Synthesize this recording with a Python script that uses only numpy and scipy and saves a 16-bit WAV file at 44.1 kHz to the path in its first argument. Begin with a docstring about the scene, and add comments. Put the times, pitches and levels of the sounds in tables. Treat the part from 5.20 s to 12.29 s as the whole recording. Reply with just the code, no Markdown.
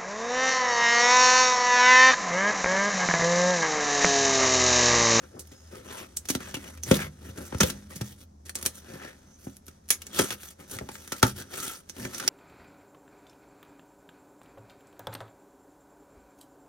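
"""A card flap scrapes softly over a low hum: hands are opening a taped box close to the microphone.
The room is small and quiet. The hollow box rumbles in the grip, and its flaps tear, rub and rasp
in dense tiny slips. Tape and fibres give way in sharp snaps, each sending a bending wave through the
panels, treble first and thump last. Shoved walls ring, and later a strip of tape zips loose.
Two close microphone ports pick up the box directly, off its flaps and through the room."""
import sys
import numpy as np
from scipy import signal
from scipy.fft import rfft, irfft, next_fast_len
from scipy.io import wavfile
from scipy.ndimage import uniform_filter1d

SR = 44100
rng = np.random.default_rng(int(sys.argv[2]) if len(sys.argv) > 2 else 0)


def wrap_up_sound(samples):
    """Save the sound to the file named by the first command line argument, as 16-bit audio."""
    columns = np.atleast_2d(samples).T
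    # keep every value between -1 and 1, then stretch to whole-number steps
    tamed = np.clip(columns, -1, 1)
    steps = np.round(tamed * 32767).astype(np.int16)
    wavfile.write(sys.argv[1], SR, steps)


N = 312669
SIZE = next_fast_len(N + SR, True)
HZ = np.maximum(np.arange(SIZE // 2 + 1) * SR / SIZE, 1)
TIME = np.arange(N) / SR


def from_db(db):
    return 10 ** (np.asarray(db) / 20)


def unit_rms(x):
    return x / np.sqrt(np.mean(x ** 2) + 1e-20)


def at_hz(points, hz):
    """Join (frequency_hz, value) points on a log-frequency axis."""
    point_hz, value = np.transpose(points)
    return np.interp(np.log(hz), np.log(point_hz), value)


def bell(hz, centre_hz, width_hz):
    """Shape of one resonance, 1 on top."""
    return 1 / (1 + (2 * (hz - centre_hz) / width_hz) ** 2)


def modes_db(modes):
    """Gain curve of a set of resonances and gaps."""
    return sum(db * bell(HZ, hz, width) for hz, width, db in modes)


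def causal(db):
    """Minimum-phase response for a gain curve: nothing sounds before its cause."""
    cepstrum = irfft(db * np.log(10) / 20)
    half = len(cepstrum) // 2
    cepstrum[1:half] *= 2
    cepstrum[half + 1:] = 0
    return np.exp(rfft(cepstrum))


def filtered(x, response):
    return irfft(rfft(x, SIZE) * response, SIZE)[..., :N]


def drift(per_s):
    """A random wander with a spread of about 1."""
    return np.interp(TIME * per_s, np.arange(4096), rng.standard_normal(4096))


# The quiet room's air at the microphone: frequency_hz, gain_db
AIR_SPECTRUM = [(20, -60), (80, -62.5), (200, -57), (400, -68.5), (1000, -78), (3000, -97.5), (6000, -81.5),
                (11000, -101), (16000, -112)]
# Low drone behind the box, swelling early, then slowly fading: time_s, level_db
DRONE_LEVELS = [(0, -56), (1.7, -49), (3.0, -55), (4.7, -58), (7.09, -63)]
# The rumble within that drone: frequency_hz, gain_db
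DRONE_SPECTRUM = [(20, -34.5), (45, -22), (66, -3), (81, 7.5), (92, -6.5), (110, -15), (160, -30),
                  (400, -58)]
# How wide the room's air and reflections sound at the microphone: frequency_hz, side_db
ROOM_WIDTH = [(80, -30), (200, -13.5), (400, -6), (700, 8.5), (1300, 3.5), (2500, -2), (6500, -1),
              (9000, -14.5), (14000, -8)]
def room_tone(air_db, hum_hz, hum_db, hum_waver):
    """A low drone with a wavering hum in it and a thin hiss, as mid and side."""
    air = filtered(rng.standard_normal((2, N)), from_db(at_hz(AIR_SPECTRUM, HZ)))
    rumble = filtered(rng.standard_normal((2, N)), from_db(at_hz(DRONE_SPECTRUM, HZ)))
    hum = np.sin(2 * np.pi * np.cumsum(hum_hz * (1 + hum_waver * drift(6))) / SR)
    drone = unit_rms(unit_rms(rumble) + from_db(hum_db) * unit_rms(hum))
    drone_gain = from_db(np.interp(TIME, *np.transpose(DRONE_LEVELS)))
    mid, side = from_db(air_db) * unit_rms(air) + drone_gain * drone
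    return np.array([mid, filtered(side, from_db(at_hz(ROOM_WIDTH, HZ)))])


def slips(per_s, spread_db, smooth_db, judder_db):
    """Friction force: tiny slips of uneven size over a smooth rub, clumped by judder."""
    sizes = from_db(spread_db * np.minimum(rng.exponential(1, N), 4)) * rng.choice([-1, 1], N)
    clicks = unit_rms(sizes * (rng.random(N) < per_s / SR))
    rub = from_db(smooth_db) * rng.standard_normal(N)
    return unit_rms((clicks + rub) * from_db(judder_db * drift(160)))


# Hands on the box, close up, tightening for a pull and easing between: time_s, rumble_db, skin_db
GRIP = [(0, -58, -56.5), (.45, -62, -55), (.71, -53, -54), (1.029, -55.5, -53.5), (1.22, -45.5, -49),
        (1.7, -53.5, -58.5), (2.07, -51, -53.5), (2.47, -47.5, -39.5), (2.74, -56, -60), (3.2, -56, -71),
        (3.47, -55, -50.5), (3.879, -52.5, -52.5), (4.01, -54, -57.5), (4.44, -59, -64), (4.52, -57, -56),
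        (4.619, -60, -66), (4.72, -58, -54.5), (4.95, -51, -47), (5.35, -61, -62), (5.45, -60, -51),
        (5.58, -53, -62), (5.75, -57, -52), (6.32, -53, -51), (6.62, -76, -60), (7.09, -36, -33)]
# The hollow box as it is pushed: frequency_hz, gain_db
RUMBLE_SPECTRUM = [(30, -25), (70, -23.5), (110, 1), (200, 8), (300, -4), (500, -22), (1200, -56.5)]
# Skin rubbing on card: frequency_hz, gain_db
SKIN_SPECTRUM = [(120, -44), (330, 1.5), (700, -0.5), (1600, -1.5), (2700, -8.5), (6000, -10.5),
                 (9500, -12), (12000, -16), (16000, -25)]
def handling(rumble_trim_db, skin_trim_db):
    """The held box rumbles and skin creeps over the card."""
    time_s, rumble_db, skin_db = np.transpose(GRIP)
    push = slips(per_s=390, spread_db=1.5, smooth_db=-5, judder_db=0)
    creep = slips(per_s=1200, spread_db=2, smooth_db=-0.5, judder_db=1.5)
    rumble = unit_rms(filtered(push, causal(at_hz(RUMBLE_SPECTRUM, HZ))))
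    skin = unit_rms(filtered(creep, causal(at_hz(SKIN_SPECTRUM, HZ))))
    rumble *= from_db(np.interp(TIME, time_s, rumble_db) + rumble_trim_db)
    skin *= from_db(np.interp(TIME, time_s, skin_db) + skin_trim_db)
    return rumble + skin


# Five registers of the card's sound, from thump to top treble: centre_hz
REGISTER_HZ = [160, 450, 1450, 4500, 11000]
def card_colour_db(hz, balance_db, level_db, weight_db, bright_db):
    """Weight lifts the lows as the wall is shoved; brightness lifts the highs as tape takes the strain."""
    lows_db = weight_db * np.array([1, 0.38, 0, 0, 0])
    highs_db = bright_db * np.array([0, 0, 0, 0.66, 1])
    power_db = level_db + np.array(balance_db) + lows_db + highs_db
    density_db = power_db - 10 * np.log10(np.array(REGISTER_HZ) / (SR / 2))
    return at_hz(np.column_stack([REGISTER_HZ, density_db]), hz)


def travelling_tear(force, shift_db, shifts_per_s):
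    """As the tear travels, each band of the card answers now more, now less."""
    centres_hz = np.geomspace(600, 14000, 16)
    band_index = np.interp(np.log(HZ), np.log(centres_hz), np.arange(len(centres_hz)))
    out = np.zeros(N)
    for k in range(len(centres_hz)):
        band = filtered(force, np.maximum(1 - np.abs(band_index - k), 0))
        out += band * from_db(shift_db * drift(shifts_per_s))
    return unit_rms(out)


def slide_speed(span, *times_s):
    """Speed rises from 0 at the earliest of three times to 1 at the middle one, then falls to 0."""
    return np.interp(TIME[span], np.sort(times_s), [0, 1, 0])


# Flaps tearing and sliding close to the microphone. Of a pull's three times, it starts at the
# earliest, is fastest at the middle one and ends at the latest:
# time_a_s, time_b_s, time_c_s, level_db, weight_db, bright_db, flap_hz
PULLS = [(0, 0.04, 0.086, -50.5, 2.5, -10, 1550), (0.103, 0.17, 0.24, -50, 0.5, -48, 460),
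         (0.308, 0.322, 0.36, -53.5, 3, -1.5, 3240), (0.505, 0.527, 0.69, -48.5, 0.5, -6.5, 424),
         (0.62, 0.786, .88, -38, -12.5, -7, 1000), (1.11, 1.143, 1.17, -48, -5.5, 6, 3050),
         (1.178, 1.247, 1.37, -40.5, -15.5, -5.5, 1680), (1.303, 1.457, 1.6, -46.5, -11.5, -3.5, 2010),
         (1.641, 1.692, 1.73, -40.5, 7, 1.5, 1570), (1.696, 1.769, 1.775, -35, -1.5, 4.5, 1230),
         (1.746, 1.808, 1.896, -36, -7.5, -5, 2000), (1.972, 2.103, 2.125, -49, 4.5, -1.5, 1830),
         (2.14, 2.187, 2.27, -44, 3, -9.5, 1540), (2.15, 2.27, 2.295, -58, -5, 12.5, 1500),
         (2.436, 2.505, 2.497, -35.5, 2, 4.5, 1370), (2.47, 2.523, 2.64, -63, 16, 3.5, 200),
         (2.687, 2.707, 2.86, -48.5, -9, 0.5, 1860), (2.825, 2.871, 2.98, -53, 0, 7, 1870),
         (2.953, 3.019, 3.06, -59.5, 4.5, 8.5, 1405), (3.251, 3.259, 3.33, -54, -2, 6.5, 1800),
         (3.364, 3.37, 3.56, -46.5, -9.5, -4, 1130), (3.516, 3.574, 3.62, -57, -6.5, 12, 1637),
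         (3.611, 3.704, 3.82, -49, 1.5, -5, 1580), (3.72, 3.84, 3.935, -42, -9, -11.5, 1740),
         (3.88, 4.113, 4.12, -62, 1, -13, 1390), (4.17, 4.245, 4.41, -62.5, 1, 8.5, 1380),
         (4.913, 4.986, 5.16, -38, -11.5, 4, 1290), (4.957, 5.007, 5.065, -35.5, 0.5, 6, 1330),
         (5.115, 5.106, 5.16, -41, -3.5, 8, 1340), (5.154, 5.265, 5.35, -51, -14, 7.5, 1330),
         (5.382, 5.408, 5.45, -50, 1, -1.5, 1270), (5.47, 5.539, 5.6, -44.5, 4, 5.5, 1520),
         (5.595, 5.605, 5.75, -55.5, 13.5, 0, 1150), (5.683, 5.72, 6.04, -53.5, -4, 5.5, 1650),
         (5.884, 5.976, 6.03, -51.5, -22, 7.5, 1349), (6.04, 6.069, 6.135, -36, -3.5, 2.5, 1470),
         (6.14, 6.225, 6.2, -42.5, 0, 5, 1360), (6.286, 6.34, 6.43, -44, -9, 4.5, 1360),
         (6.332, 6.447, 6.62, -41, -5.5, 8, 1345), (6.732, 6.832, 6.92, -43.5, 8.5, 3, 1730),
         (6.898, 6.959, 7, -42.5, -8.5, 3, 1360)]
# A pull's usual balance, one value a register: gain_db
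PULL_BALANCE_DB = [-0.55, 0.041, 0.55, -1.9, 0.92]
# The bottom and top of a pull's spectrum: frequency_hz, gain_db
PULL_EDGES = [(30, -22.5), (80, 5.5), (150, 0), (12000, 0), (16000, -8)]
def flap_pulls(flap_db, flap_width_hz):
    """Each pull speeds up and slows; fine slips set the flap rasping and coarser catches make it creak."""
    fine_slips = slips(per_s=1200, spread_db=3, smooth_db=-2.5, judder_db=2.2)
    grit = from_db(-5.5) * travelling_tear(fine_slips, shift_db=3, shifts_per_s=45)
    catches = from_db(-10.5) * slips(per_s=120, spread_db=3.5, smooth_db=-32, judder_db=3)
    size = 32768
    hz = np.maximum(np.arange(size // 2 + 1) * SR / size, 1)
    out = np.zeros(SIZE)
    for *times_s, level_db, weight_db, bright_db, flap_hz in PULLS:
        first = max(round(times_s[0] * SR), 0)
        span = slice(first, first + size)
        speed = slide_speed(span, *times_s)
        colour_db = card_colour_db(hz, PULL_BALANCE_DB, level_db, weight_db, bright_db)
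        colour_db += at_hz(PULL_EDGES, hz) + flap_db * bell(hz, flap_hz, flap_width_hz)
        scrape = rfft(grit[span] * speed, size)
        creak = rfft(catches[span] * speed, size) / (1 + 2j * (hz - flap_hz) / flap_width_hz)
        out[span] += irfft((scrape + creak) * causal(colour_db))
    return out[:N]


# Rubbed card edges rasping and tape whistling, on the box close by:
# start_s, fastest_s, end_s, level_db, pitch_hz, width_hz
RASPS = [(0.04, .37, 0.63, -66.5, 5170, 110), (0.027, 0.41, 0.56, -68, 6650, 300),
         (0.5, .53, .66, -53, 1300, 400), (1.745, 1.772, 1.815, -41, 1260, 200),
         (1.72, 1.81, 1.86, -38.5, 1660, 220), (1.79, 1.83, 1.86, -39, 2080, 200),
         (3.74, 3.87, 3.96, -48.5, 1750, 380), (3.96, 4.13, 4.4, -68, 6100, 450),
         (4.93, 4.99, 5.1, -42, 1310, 190), (4.9, 4.97, 5.05, -44, 3300, 350),
         (6.18, 6.222, 6.25, -46, 1500, 200), (6.28, 6.43, 6.6, -43, 1330, 160)]
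def edge_rasps(wander, wander_per_s):
    """Slips keep a sliding edge ringing; its pitch wanders within its width as the contact moves."""
    force = slips(per_s=410, spread_db=1.5, smooth_db=-4.5, judder_db=3)
    bend = wander * drift(wander_per_s)
    out = np.zeros(N)
    for start_s, fastest_s, end_s, level_db, pitch_hz, width_hz in RASPS:
        span = slice(max(round(start_s * SR), 0), round(end_s * SR))
        speed = slide_speed(span, start_s, fastest_s, end_s)
        # a one-pole resonator that follows the moving pitch
        carrier = np.exp(2j * np.pi * np.cumsum(pitch_hz + width_hz * bend[span]) / SR)
        pole = np.exp(-np.pi * width_hz / SR)
        ring = carrier * signal.lfilter([1], [1, -pole], force[span] / carrier)
        out[span] += from_db(level_db) * speed * unit_rms(ring.real)
    return out


def stray_fibres(per_pull, offset_db, spread_db, opening_s, run_out_s, low_hz, high_hz, ring_db):
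    """Stray fibres crackle during each pull; gives rows for snaps()."""
    rows = []
    for time_a_s, time_b_s, time_c_s, level_db, weight_db, bright_db, _ in PULLS:
        window_s = [(time_a_s + time_b_s) / 2, time_b_s, (time_b_s + time_c_s) / 2]
        for when, size, place in rng.random((per_pull, 3)):
            break_s = max(np.interp(when, [0, .5, 1], window_s), 0)
            break_db = level_db + offset_db + spread_db * (2 * size - 1)
            ring_hz = low_hz * (high_hz / low_hz) ** place
            rows.append((break_s, break_db, weight_db, bright_db, opening_s, run_out_s, ring_hz, ring_db))
    return rows


def first_fibres(lead_s, tick_db, follows_level):
    """A few fibres part with a faint tick just ahead of each break; gives rows for snaps()."""
    middling_db = np.median([row[1] for row in SNAPS])
    leads_s = lead_s * rng.uniform(0.54, 1.5, len(SNAPS))
    return [(start_s - ahead_s, tick_db + follows_level * (level_db - middling_db), *rest)
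            for (start_s, level_db, *rest), ahead_s in zip(SNAPS, leads_s)]


# Tape and card giving way close to the microphone; where it breaks picks which part rings:
# start_s, level_db, weight_db, bright_db, opening_s, run_out_s, ring_hz, ring_db
SNAPS = [(0.1918, -58.5, -4, 16.5, 0.0023, .0075, 8100, 4.5), (0.272, -72, -10, 12, .0003, .0012, 12000, 6),
         (0.553, -56, 4, -2, .0006, .002, 1250, 7), (0.9681, -52, -8, 19.5, 0.0012, .0032, 7700, 10.5),
         (1.0534, -51, -12, 1, 0.00088, .004, 6170, 1), (1.0857, -38, -15, 4, 0.0013, .0065, 6460, 5.5),
         (1.098, -34, 0.5, 5.5, .003, .0059, 279, 6), (1.1493, -35, 6, -2, 0.0013, .003, 3620, 6),
         (1.204, -47, 1, -6.5, .001, .003, 1470, 10.5), (1.3395, -38.5, 2.5, -1.5, 0.0055, .005, 2890, 12),
         (1.366, -44, 2, -7.5, 0.0031, .0036, 287, 11), (1.44, -54.5, 3.5, -1, 0.0011, .003, 2870, 13),
         (1.476, -53.5, -5.5, -3, 0.00061, .002, 2970, 10), (1.574, -55, -12, -2.5, 0.00057, .002, 2300, 7),
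         (1.634, -51, -8, 12, 0.00028, .0036, 6080, 12), (1.7092, -21.5, 7.5, -10.5, 0.0031, .0054, 511, 9),
         (1.7115, -32.5, -4.5, -6, 0.0015, .004, 3250, 12), (1.739, -37, -3, 0.5, .003, .0033, 3620, 13.5),
         (2.174, -52.5, 3, 0, 0.0012, .003, 1495, 8), (2.324, -37.5, 3, -26.5, .0008, .0014, 1080, 9),
         (2.345, -39, 10.5, -16, 0.0018, .0017, 92, 8.5), (2.383, -59, -10, 10, .0005, .002, 5600, 6),
         (2.402, -21.5, -8, -4.5, 0.0025, .0065, 6220, 8.5),
         (2.407, -26, -5, -15, 0.0024, .002, 1360, 10.5), (2.4292, -28, 3, -2, 0.0036, .003, 3480, 9),
         (2.501, -40, -8.5, 1.5, 0.00049, .002, 3790, 5.5), (2.706, -55.5, 8, -3, .001, .0033, 1190, 14),
         (2.756, -54, 14, 12.5, .003, .0091, 166, 10), (2.809, -39.5, 9.5, -3.5, .003, .003, 126.4, 7),
         (3.294, -45.5, -21, 0.5, .0003, .0012, 9200, 7), (3.3533, -43, -7, 7, 0.00084, .0022, 8140, 9.5),
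         (3.385, -56, -12, 6, .001, .002, 9500, 5), (3.4128, -55, -6, 3, .0004, .002, 9466, 8.5),
         (3.427, -47, 0, 4.5, .0002, .0012, 11200, 10), (3.452, -41.5, -5, 1, .0004, .005, 12000, 8),
         (3.4608, -33, -9, 7.5, 0.00014, .0016, 9100, 5), (3.735, -53, 9.5, -4, .001, .0022, 162, 8),
         (3.754, -52, 8, -12, .001, .002, 420, 7), (4.266, -51.5, 18, -22, 0.0027, .0099, 760, 8),
         (4.3682, -65.5, 4.5, 10, 0.00019, .0015, 11200, 9), (4.4658, -68, 0, 9, 0.00026, .0015, 12000, 13),
         (4.4805, -54.5, 7, 3.5, .001, .004, 1390, 8), (4.688, -56, -15, 9, .0003, .0015, 10700, 7),
         (4.7037, -30.5, -20, 9, 0.00024, .003, 10700, 7), (4.8177, -50, -23, 5, 0.0008, .0028, 2920, 6.5),
         (4.867, -53, -10, 4.5, 0.00057, .003, 7300, 9), (4.946, -47.5, -5, 3, 0.00068, .003, 1289, 1),
         (4.987, -29, -11, 3, 0.0036, .003, 3100, 5), (4.9919, -24.5, -1.5, -16, .002, 0.0017, 870, 9),
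         (5.105, -33.5, -13, -5.5, .0006, 0.0014, 3070, 8), (5.232, -49.5, -12, 0, .0005, .002, 1330, 9),
         (5.51, -61.5, 8, 15, .002, .005, 10300, 10.5), (5.587, -39, -20, -9, 0.00015, .0007, 2055, 9.5),
         (5.61, -47.5, 12.5, -27, .001, .0024, 850, 10), (5.688, -41, -1.5, -12, 0.00069, .0015, 841, 10.5),
         (5.754, -44, -30.5, -12, 0.0002, .0008, 1850, 8),
         (5.875, -55.5, -2.5, 9, 0.00078, .0027, 1650, 12.5),
         (5.92, -34.5, -4, -1, 0.00097, .0044, 1370, 11.5),
         (6.028, -17.5, -4, -5.5, .0004, 0.0026, 1300, 10),
         (6.03, -24, -3, -21.5, 0.00033, .003, 866, 14.5), (6.69, -62, -2, 4, 0.00072, .002, 6160, 6),
         (6.696, -50.5, -4, 4.5, 0.00045, .002, 6101, 9.5), (6.765, -52, -8, -8, .0005, .001, 3300, 6),
         (6.8505, -38, -4, -11, .0004, .001, 2020, 8), (6.945, -45.5, -31.5, 0, .001, .0025, 5900, 11.5),
         (6.98, -50, -38, 11, 0.00073, .0024, 1400, 12), (6.998, -36, -39, -5.5, 0.0012, .003, 1370, 10),
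         (7.026, -44, -25, -10, .0006, .0015, 1450, 8), (7.037, -44, -25, -10, .0006, .0015, 1300, 8),
         (7.077, -28, -19, 1, 0.00081, .002, 5300, 12)]
# A snap's usual balance, one value a register: gain_db
SNAP_BALANCE_DB = [2.3, 0.4, 1.3, 0.27, 0.99]
# The bottom and top of a snap's spectrum: frequency_hz, gain_db
SNAP_EDGES = [(25, -44), (60, -8), (120, -3.5), (11000, 2.5), (16000, -5.5)]
def snaps(rows, crack_s=0.00029, grain_db=3.5, lag_at_1khz_s=0.003006, wave_below_hz=770, ring_q=4):
    """Each break is a run of parting fibres and a bending wave whose lows arrive late."""
    size = 8192
    t = np.arange(size) / SR
    hz = np.maximum(np.arange(size // 2 + 1) * SR / size, 1)
    # bending waves travel at a speed that grows with the root of frequency
    bending_wave = np.exp(-4j * np.pi * lag_at_1khz_s * np.sqrt(1e3 * hz))
    wave_share = 1 / (1 + (hz / wave_below_hz) ** 4)
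    crack = from_db(6.5) * np.exp(-t / crack_s)
    out = np.zeros(SIZE)
    for start_s, level_db, weight_db, bright_db, opening_s, run_out_s, ring_hz, ring_db in rows:
        rise = 1 - np.exp(-(t / opening_s) ** 2)
        trail = from_db(-4) * np.exp(-t / (0.0055 + 1.1 * run_out_s))
        fade = crack + np.exp(-t / run_out_s) + trail
        grains = np.repeat(from_db(grain_db * rng.standard_normal(size // 16)), 16)
        fibres = rfft(rng.standard_normal(size) * grains * fade * rise)
        # the fibres release the same energy however they happen to part
        fibres *= causal(-10 * np.log10(uniform_filter1d(np.abs(fibres) ** 2, size=161)))
        release = np.sqrt(wave_share) * bending_wave + np.sqrt(1 - wave_share) * fibres
        colour_db = card_colour_db(hz, SNAP_BALANCE_DB, level_db, weight_db, bright_db)
        colour_db += at_hz(SNAP_EDGES, hz) + ring_db * bell(hz, ring_hz, ring_hz / ring_q)
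        first = round(start_s * SR)
        out[first:first + size] += irfft(causal(colour_db) * release)
    return from_db(25) * out[:N]


# Shoved walls, flaps and stiff edges springing back close by, pitched by their size and the grip:
# start_s, level_db, pitch_hz, t60_s
WALL_FLEXES = [(1.101, -29.5, 278, 0.08), (1.153, -31, 250, .08), (1.712, -23, 625, .035),
               (1.713, -23, 1560, .04), (1.715, -12.5, 163, .1), (1.717, -19.5, 262, 0.05),
               (1.735, -32, 151, 0.57), (2.35, -24, 83, 0.14), (2.405, -23, 1430, .03),
               (2.411, -17.5, 165, 0.15), (2.413, -23, 205, .12), (2.43, -17, 77.6, 0.11),
               (2.435, -32.5, 204, 0.4), (2.436, -20.5, 498, 0.07), (2.816, -24.5, 116, .09),
               (2.818, -37, 205, .14), (3.2942, -32, 1820, .015), (3.2944, -39, 4400, .025),
               (4.269, -32.5, 257.3, 0.044), (4.994, -22.5, 271, .11), (4.9938, -20, 418, .07),
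               (4.992, -24, 1300, .04), (4.9925, -21, 1800, .03), (4.993, -23, 872, .05),
               (5.557, -31, 112, .06), (5.61, -40, 440, .09), (5.611, -40, 640, .07),
               (5.612, -35.5, 266, 0.065), (6.0285, -14, 1330, .028), (6.0295, -16, 875, .055),
               (6.03, -18, 590, .03), (6.031, -19, 259, .06), (6.032, -12, 106.3, .08),
               (6.059, -40, 124.4, 0.29)]
def wall_flexes(swell_cycles, waver, waver_per_s):
    """Each part swings out within a cycle and rings down, its pitch wavering as the strain shifts."""
    bend = 1 + waver * drift(waver_per_s)
    out = np.zeros(N)
    for start_s, level_db, pitch_hz, t60_s in WALL_FLEXES:
        first = round(start_s * SR)
        t = TIME[:min(SR // 2, N - first)]
        span = slice(first, first + len(t))
        swell = 1 - np.exp(-(t * pitch_hz / swell_cycles) ** 2)
        ring = np.sin(2 * np.pi * pitch_hz * np.cumsum(bend[span]) / SR)
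        out[span] += from_db(level_db - 60 * t / t60_s) * swell * ring
    return out


# One strip of tape zipping off the card, close up: start_s, length_s, level_db, slip_hz
ZIP = (4.7037, .066, -25, 490)
# Ring of the taut strip: centre_hz, width_hz, gain_db
ZIP_MODES = [(2250, 500, 8), (6720, 600, 12), (10800, 1700, 9)]
# The strip's broad spectrum under that ring: frequency_hz, gain_db
ZIP_SPECTRUM = [(100, -25), (700, -9), (1200, 0), (11500, -1), (14000, -6), (16000, -9)]
def tape_zip(fade_db_per_s, slip_decay_s, jitter):
    """Taut tape lets go in a dying run of nearly regular slips; each tiny burst sets the strip ringing."""
    start_s, length_s, level_db, slip_hz = ZIP
    t = TIME[:round(length_s * SR)]
    slip_count = np.cumsum(slip_hz * (1 + jitter * drift(300)[:len(t)])) / SR
    since_slip_s = (slip_count % 1) / slip_hz
    force = unit_rms(rng.standard_normal(len(t)) * np.exp(-since_slip_s / slip_decay_s))
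    fade = from_db(level_db - fade_db_per_s * t) * np.sqrt(1 - (t / length_s) ** 2)
    out = np.zeros(N)
    first = round(start_s * SR)
    out[first:first + len(t)] = force * fade
    return filtered(out, causal(at_hz(ZIP_SPECTRUM, HZ) + modes_db(ZIP_MODES)))


def flap_echoes(level_db, decay_s, above_hz):
    """Treble glances off the nearby flaps and reaches each port by other paths."""
    t = TIME[:SR // 20]
    echoes = rng.standard_normal(len(t)) * np.exp(-t / decay_s)
    return from_db(level_db) * rfft(echoes / np.linalg.norm(echoes), SIZE) * HZ / (HZ + above_hz)


# Decay of the small room, short except in the bass: frequency_hz, t60_s
ROOM_T60 = [(80, 0.85), (200, 0.17), (500, 0.15), (2000, 0.11), (7000, 0.12), (16000, 0.14)]
# Strength of its reflections with the microphone close to the box: frequency_hz, gain_db
ROOM_SEND = [(80, -10), (200, -12), (600, -10), (2000, -12), (7000, -11.5), (16000, -15)]
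def room_response(first_echo_s):
    """Dense reflections, dying at a rate of their own in each octave."""
    t = TIME[:SR * 3 // 4]
    out = np.zeros(len(t))
    for low_hz in 45 * 2. ** np.arange(9):
        high_hz = min(2 * low_hz, .45 * SR)
        t60_s = at_hz(ROOM_T60, np.sqrt(low_hz * high_hz))
        tail = rng.standard_normal(len(t)) * from_db(-60 * t / t60_s) * (t > first_echo_s)
        band = signal.sosfilt(signal.butter(2, [low_hz, high_hz], "band", fs=SR, output="sos"), tail)
        out += band * np.sqrt((high_hz - low_hz) / (SR / 2) / np.sum(band ** 2))
    return rfft(out, SIZE) * from_db(at_hz(ROOM_SEND, HZ))


# Resonances and gaps of the panels, the air inside and the tape: centre_hz, width_hz, gain_db
BOX_MODES = [(161, 81, 2), (202.5, 6.4, 6.5), (263.7, 36, 7), (359, 98, 6), (528, 42, 4.5), (700, 30, -6.5),
             (852, 26, 3), (1030, 650, -6), (1318, 300, 4.5), (1790, 180, 2), (2370, 2500, -3.5),
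             (3370, 540, 2), (6140, 1030, 5), (7200, 640, -3.5), (10040, 1400, 1.5)]
# The box at the two microphone ports, side relative to mid: frequency_hz, side_db
PORT_SIDE = [(60, -23.5), (220, -20), (350, -11), (520, -3), (720, 5), (900, -1.5), (1350, -9), (1600, -9),
             (2300, 1), (3400, -5.5), (4700, -6), (6200, -4), (8200, -6), (12000, -16)]
# Phase of that side signal: frequency_hz, phase_rad
PORT_PHASE = [(100, 1.7), (220, 1.9), (350, 1.2), (700, .75), (1100, 1.5), (1350, 1.1), (1900, 1.7),
              (2500, .9), (3400, 1.2), (4700, -2.4), (6200, -2.5), (8200, -1.4), (12000, -1.75)]
def scene():
    """Each part of the box sounds directly, off the flaps and through the room into two close ports."""
    # three sets of snaps, so that each glances off the flaps in its own way
    parts = [snaps(SNAPS[k::3]) for k in range(3)]
    parts.append(flap_pulls(flap_db=4.5, flap_width_hz=270))
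    parts.append(handling(rumble_trim_db=-8, skin_trim_db=-7))
    crackles = stray_fibres(per_pull=3, offset_db=-17, spread_db=2.5, opening_s=.0002, run_out_s=.001,
                            low_hz=1100, high_hz=6500, ring_db=9)
    ticks = first_fibres(lead_s=0.0074, tick_db=-67.5, follows_level=.6)
    parts.append(snaps(crackles + ticks))
    walls = wall_flexes(swell_cycles=0.37, waver=.015, waver_per_s=60)
    parts.append(walls + edge_rasps(wander=0.16, wander_per_s=25))
    parts.append(tape_zip(fade_db_per_s=330, slip_decay_s=.0009, jitter=.05))

    box_response = causal(modes_db(BOX_MODES))
    spectra = [rfft(part, SIZE) * box_response for part in parts]
    direct = sum(spectra)
    glances = sum(part * flap_echoes(level_db=2.5, decay_s=.005, above_hz=910) for part in spectra)
    ports = from_db(at_hz(PORT_SIDE, HZ)) * np.exp(1j * at_hz(PORT_PHASE, HZ))
    mid = direct * (1 + room_response(first_echo_s=0.0038))
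    room_side = direct * room_response(first_echo_s=0.0018) * from_db(at_hz(ROOM_WIDTH, HZ))
    side = ports * (direct + glances) + room_side
    background = room_tone(air_db=-63, hum_hz=81, hum_db=-3, hum_waver=.025)
    mid, side = irfft(np.array([mid, side]), SIZE)[:, :N] + background
    return np.array([mid + side, mid - side])


def record(dry):
    """The highest peaks are rounded and the top treble is cut."""
    ceiling, cutoff_hz = .92, 16200
    rounded = ceiling * np.tanh(dry / ceiling)
    return signal.sosfilt(signal.ellip(10, .2, 80, cutoff_hz, fs=SR, output="sos"), rounded)


dry = scene()
out = record(dry)
wrap_up_sound(out)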